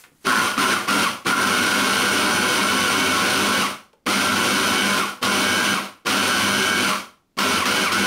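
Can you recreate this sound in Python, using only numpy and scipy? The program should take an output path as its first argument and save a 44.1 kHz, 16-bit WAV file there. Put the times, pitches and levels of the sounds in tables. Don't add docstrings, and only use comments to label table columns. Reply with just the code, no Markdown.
import sys
import numpy as np
from scipy import signal
from scipy.fft import rfft, irfft, next_fast_len
from scipy.io import wavfile
from scipy.ndimage import uniform_filter1d

SR = 44100
rng = np.random.default_rng(int(sys.argv[2]) if len(sys.argv) > 2 else 0)


def persist_wave(psi):
    counts = np.round(np.clip(psi, -1, 1) * 32767).astype(np.int16)
    wavfile.write(sys.argv[1], SR, np.atleast_2d(counts).T)


N = 355534
TIME = np.arange(N) / SR
BINS = np.fft.rfftfreq(8192, 1 / SR)
MAINS_HZ = 50

# frequency_hz, colour_db
ROOM_TONE = [(20, -7), (100, -9.5), (250, -4.5), (600, -16.5), (1500, -24.5), (4000, -28.5), (15000, -36)]
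# frequency_hz, t60_s
REVERB_TIMES = [(150, 0.34), (1200, 0.33), (4000, 0.23), (12000, 0.31)]
# time_s, level_db
HAND_SLIDE = [(0, -46.5), (.035, -56), (.07, -64), (.1, -71.5), (.17, -65), (.2, -65), (.24, -54),
              (.26, -100)]
# start_s, level_db, centre_hz, decay_s
BOWL_KNOCKS = [(0.038, -42.5, 1670, 0.013), (.066, -53, 280, 0.018), (.118, -55, 199, .025),
               (3.931, -54.5, 3020, 0.0043), (3.933, -48.5, 600, 0.0077)]
# pitch_hz, width_hz, lift_db
BOWL_MODES = [(217, 16, 1), (251, 26, 7), (304, 6.5, 0.5), (372.4, 16, 3.5), (492, 71, 3.5),
              (617.6, 67, 10), (751.5, 39, 8.5), (846, 49, 5), (1026, 64, 7.5), (1107, 22, 6.5),
              (1070, 23, -0.5), (1358, 85, 7.5), (1445, 70, 4), (2230, 51, 7), (3130, 73, 4.5),
              (4360, 200, 1.5)]
# mains_multiple, level_db
HUM_PARTIALS = [(2, -39.5), (4, -17.5), (6, -33.5)]
# frequency_hz, colour_db
BRUSH_COLOUR = [(500, -29), (3000, -13.5), (5600, 0), (6080, 12.5), (6500, -11.5), (8100, -12.5),
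                (8650, 8.5), (8980, 14.5), (9450, 5.5), (10500, 5.5), (12300, -7.5), (15800, -56)]
# frequency_hz, colour_db
SHAKE_COLOUR = [(60, -40.5), (150, -11), (195, -5), (260, -2), (330, -4), (420, -7), (700, -23),
                (4000, -51.5)]
# frequency_hz, colour_db
CHATTER_COLOUR = [(200, -30.5), (850, -21.5), (1050, -2.5), (1190, -15), (1385, -4.5), (1530, -5),
                  (1750, -14), (3500, -24.5), (12000, -37)]
# speed_multiple, base_db, throb_depth (0-1), coasting_change_db
GEAR_TONES = [(6, -20, 0.87, 1), (9, -24.5, 0.01, -10.5), (12, -27.5, 1, 2.5), (24, -30.5, 0.9, -10),
              (36, -41.5, 0.2, -13)]
# frequency_hz, gain_db
HOUSING_EQ = [(400, -16.5), (900, -10.5), (1100, 3), (1380, -4), (1490, -4), (1585, 4.5), (1850, -2),
              (2250, 1.5), (2800, -12.5), (2960, -4.5), (3085, 3), (3400, -1.5), (5750, -3), (6060, 3),
              (7500, -15), (9000, -1)]
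# frequency_hz, colour_db
GRIND_COLOUR = [(30, -24.5), (60, -22.5), (90, -1.5), (150, -8), (240, -2.5), (420, -2.5), (680, -7.5),
                (1250, 2), (1800, -3.5), (2700, 1.5), (3600, -2), (5300, -5), (7600, -13), (15500, -20.5)]
# on_s, off_s, slack_s (until the coupling bites), jolt_db, drag (1 = usual), whine_db
SWITCH_PRESSES = [(.243, 0.446, 0.024, -32, 1, -4.5), (0.565, 0.74, .013, -23, 0.47, 3.5),
                  (.87, 1.037, 0.013, -24, 1.2, 2), (1.248, 3.615, 0.017, -30, 0.97, 2.5),
                  (4.058, 4.998, 0.0057, -29, 1.15, 3.5), (5.215, 5.74, 0.013, -19, 0.93, 4),
                  (6.05, 6.89, 0.017, -17, 1.1, 4.5), (7.369, 7.579, 0.017, -11.5, 0.72, 4),
                  (7.651, 7.84, 0.0044, -13, 0.69, 3.5), (7.908, 8.201, .011, -19, 0.81, 4)]


def amp(db):
    return 10 ** (np.asarray(db) / 20)


def unit(x):
    return x / np.sqrt(np.mean(x ** 2) + 1e-20)


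def noise():
    return rng.standard_normal(N)


def spectrum(points, hz=BINS):
    point_hz, value = np.transpose(points)
    return np.interp(np.log(hz + 1), np.log(point_hz + 1), value)


def automation(rows):
    time_s, *columns = np.transpose(rows)
    return [np.interp(TIME, time_s, column) for column in columns]


def eq(x, gain_db):
    log_gain = np.log(amp(np.r_[gain_db, gain_db[-2:0:-1]]))
    taps = np.fft.ifft(np.exp(np.conj(signal.hilbert(log_gain)))).real
    return signal.oaconvolve(x, taps[:len(gain_db)])[:N]


def wander(rate_hz):
    n = next_fast_len(N, True)
    hz = np.fft.rfftfreq(n, 1 / SR)
    return unit(irfft(rfft(rng.standard_normal(n)) / (1 + (hz / rate_hz) ** 2), n)[:N])


def burst(start_s, decay_s):
    return (TIME >= start_s) * np.exp(-np.clip((TIME - start_s) / decay_s, 0, 20))


def room_tone(level_db=-66):
    return amp(level_db) * unit(eq(noise(), spectrum(ROOM_TONE)))


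def kitchen_reverb(x, echoes_per_s=3000, predelay_s=.003):
    echoes = rng.choice([-1., 1.], SR) * (rng.random(SR) < echoes_per_s / SR) * (TIME[:SR] > predelay_s)
    hz, t, bands = signal.stft(echoes, SR, nperseg=256)
    decay = amp(-60 * t / spectrum(REVERB_TIMES, hz)[:, None])
    tail = signal.istft(bands * decay, SR, nperseg=256)[1]
    return signal.oaconvolve(x, tail / np.linalg.norm(tail))[:N]


def swirling_reverb(x, swirl_hz=5., paths=4):
    sends = [np.sqrt(2 / paths) * np.cos(np.pi * (swirl_hz * TIME + k / paths)) for k in range(paths)]
    return sum(kitchen_reverb(x * send) for send in sends)


def handling():
    rub_db = spectrum([(200, -12.5), (1300, -5), (4000, -7.5), (9000, -4.5), (15000, -11.0)])
    out = amp(automation(HAND_SLIDE)[0]) * unit(eq(noise(), rub_db))
    for start_s, level_db, centre_hz, decay_s in BOWL_KNOCKS:
        band_db = -10 * np.log10(1 + (1.5 * np.log2((BINS + 1) / centre_hz)) ** 4)
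        out += amp(level_db) * burst(start_s, decay_s) * unit(eq(noise(), band_db))
    return out


def in_bowl(x, colour):
    modes_db = sum(lift / (1 + (2 * (BINS - hz) / width) ** 2) for hz, width, lift in BOWL_MODES)
    gain_db = spectrum(colour) + modes_db
    return eq(x, gain_db - 10 * np.log10(np.mean(amp(gain_db) ** 2)))


def coil_hum(waver=.31):
    out = np.zeros(N)
    for multiple, level_db in HUM_PARTIALS:
        level = amp(level_db) * np.sqrt(2) * (1 + waver * wander(8.6))
        out += level * np.sin(2 * np.pi * (multiple * MAINS_HZ * TIME + rng.random()))
    return out


def brush_hiss(current, throb=.26):
    sparks = 1 + throb * current * np.cos(4 * np.pi * MAINS_HZ * TIME)
    return unit(eq(noise() * sparks, spectrum(BRUSH_COLOUR)))


def coupling_chatter(speed_hz, uneven_db=3.):
    passes = np.cumsum(speed_hz) / SR / 2
    knocks = np.exp(np.cos(2 * np.pi * passes + wander(30))) * amp(-uneven_db * wander(40))
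    return in_bowl(unit(knocks * noise()), CHATTER_COLOUR)


def gear_whine(speed, full_hz, current, flutter=.002, shimmer=.38, rattle_hz=90.):
    turns = np.cumsum(speed * full_hz * (1 + flutter * wander(25.7))) / SR
    throb = current * np.cos(4 * np.pi * MAINS_HZ * TIME)
    rattle = .32 + .33 * (1 - current)
    out = np.zeros(N)
    for multiple, base_db, throb_depth, coasting_change_db in GEAR_TONES:
        phase = 2 * np.pi * (multiple * turns + rng.random())
        tone = np.cos(phase) * (1 + shimmer * wander(23)) * (1 + throb_depth * throb)
        backlash = np.cos(phase) * wander(rattle_hz) + np.sin(phase) * wander(rattle_hz)
        out += amp(base_db + coasting_change_db * (1.5 - current)) * (tone + rattle * backlash)
    singing = speed ** 8 / np.hypot(speed ** 8, .66 ** 8)
    return eq(out * speed ** 1.4 * singing, spectrum(HOUSING_EQ))


def crushing(speed_hz, chips_per_s=2200, spread_db=2.5, sweep_depth=.088, gear_ratio=4.):
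    sizes = amp(spread_db * np.minimum(rng.exponential(1, N), 5))
    chips = unit(sizes * rng.choice([-1, 1], N) * (rng.random(N) < chips_per_s / SR))
    blade_turns = np.cumsum(speed_hz) / SR / gear_ratio
    surge = 1 + sweep_depth * np.cos(4 * np.pi * blade_turns + wander(20))
    lumps = amp(wander(56))
    slush = noise()
    return unit((chips + slush) * surge * lumps)


def fruit_hardness(soften_s=1.4):
    driven_s = sum(np.clip(TIME - on_s, 0, off_s - on_s) for on_s, off_s, *_ in SWITCH_PRESSES)
    return np.exp(-driven_s / soften_s)


def fruit_load(hardness, free_hz=255.8, pulp_sag_hz=6.5, ice_sag_hz=15, pulp_db=-28, ice_db=-9.5):
    drag, whine_db = automation([(time_s, drag, db) for on_s, off_s, _, _, drag, db in SWITCH_PRESSES
                                 for time_s in (on_s, off_s)])
    lumps = wander(2.506)
    full_hz = free_hz - drag * (pulp_sag_hz + ice_sag_hz * hardness) - .5 * lumps
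    chatter_db = pulp_db + (ice_db - pulp_db) * hardness + 4 * lumps
    return full_hz, whine_db - 1.5 * lumps, chatter_db


def motor(spin_up_s=.075, stall_torque=15., coast_s=.14, slack_db=-7):
    speed, current, grip = np.zeros(N), np.zeros(N), np.ones(N)
    for on_s, off_s, slack_s, *_ in SWITCH_PRESSES:
        start = round(on_s * SR)
        t = TIME[start:]
        shortfall = 1 - speed[start]
        lag = shortfall / (1 + stall_torque * shortfall)
        lag = lag * np.exp(-(np.minimum(t, off_s) - on_s) / spin_up_s)
        coasting = np.exp(-np.maximum(t - off_s, 0) / coast_s)
        speed[start:] = (1 - lag / (1 - stall_torque * lag)) * coasting
        current[start:] = t < off_s
        grip[start:] = np.where(t < on_s + slack_s, amp(slack_db), 1)
    return np.clip(speed, 0, 1), uniform_filter1d(current, size=200), grip


def blender(crush_db=-13, brush_db=-26, shake_db=-21.5, click_db=-34, ice_crush_db=-2.5, ice_hum_db=-5):
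    speed, current, grip = motor()
    hardness = fruit_hardness()
    full_hz, whine_db, chatter_db = fruit_load(hardness)
    speed_hz = speed * full_hz
    hits = sum(amp(click_db) * burst(on_s, decay_s=.0013)
               + amp(jolt_db) * burst(on_s + slack_s, decay_s=.03)
               for on_s, _, slack_s, jolt_db, *_ in SWITCH_PRESSES)
    bite = amp(crush_db + ice_crush_db * hardness) * grip * speed ** 3.12
    grind = in_bowl(crushing(speed_hz) * (bite + hits), GRIND_COLOUR)
    whine = amp(whine_db) * gear_whine(speed, full_hz, current)
    chatter = amp(chatter_db) * speed ** 7 * coupling_chatter(speed_hz)
    hiss = amp(brush_db) * speed ** 3.7 * brush_hiss(current)
    shake = amp(shake_db) * current * speed * in_bowl(noise(), SHAKE_COLOUR)
    hum = amp(ice_hum_db * hardness) * current * speed ** 7.2 * coil_hum()
    return grind + grip * (chatter + hiss + shake), grip * (whine + hum)


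def scene(noise_send_db=-4, tone_send_db=-9):
    noises, tones = blender()
    noises = noises + handling()
    reverb = amp(noise_send_db) * swirling_reverb(noises) + amp(tone_send_db) * kitchen_reverb(tones)
    return (noises + tones + reverb + room_tone())[None]


def record(dry, threshold_db=-18, strength=.93, release_db_per_s=91, trim_db=-1.47, ceiling=.48):
    power_db = 10 * np.log10(abs(uniform_filter1d(dry[0] ** 2, size=500)) + 1e-12)
    release_db = TIME * release_db_per_s
    held_db = np.maximum.accumulate(power_db + release_db) - release_db
    over_db = np.maximum(held_db - threshold_db, 0)
    loud_s = np.cumsum(over_db > 0) / SR
    settle_db = 2 * np.exp(-loud_s / .89)
    levelled = dry * amp(trim_db + settle_db - strength * uniform_filter1d(over_db, size=200))
    rounded = levelled / (1 + (levelled / ceiling) ** 4) ** .25
    high_cut = signal.firwin(511, cutoff=15720, window=("kaiser", 9), fs=SR)
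    return signal.oaconvolve(rounded, high_cut[None], "same")


dry = scene()
out = record(dry)
persist_wave(out)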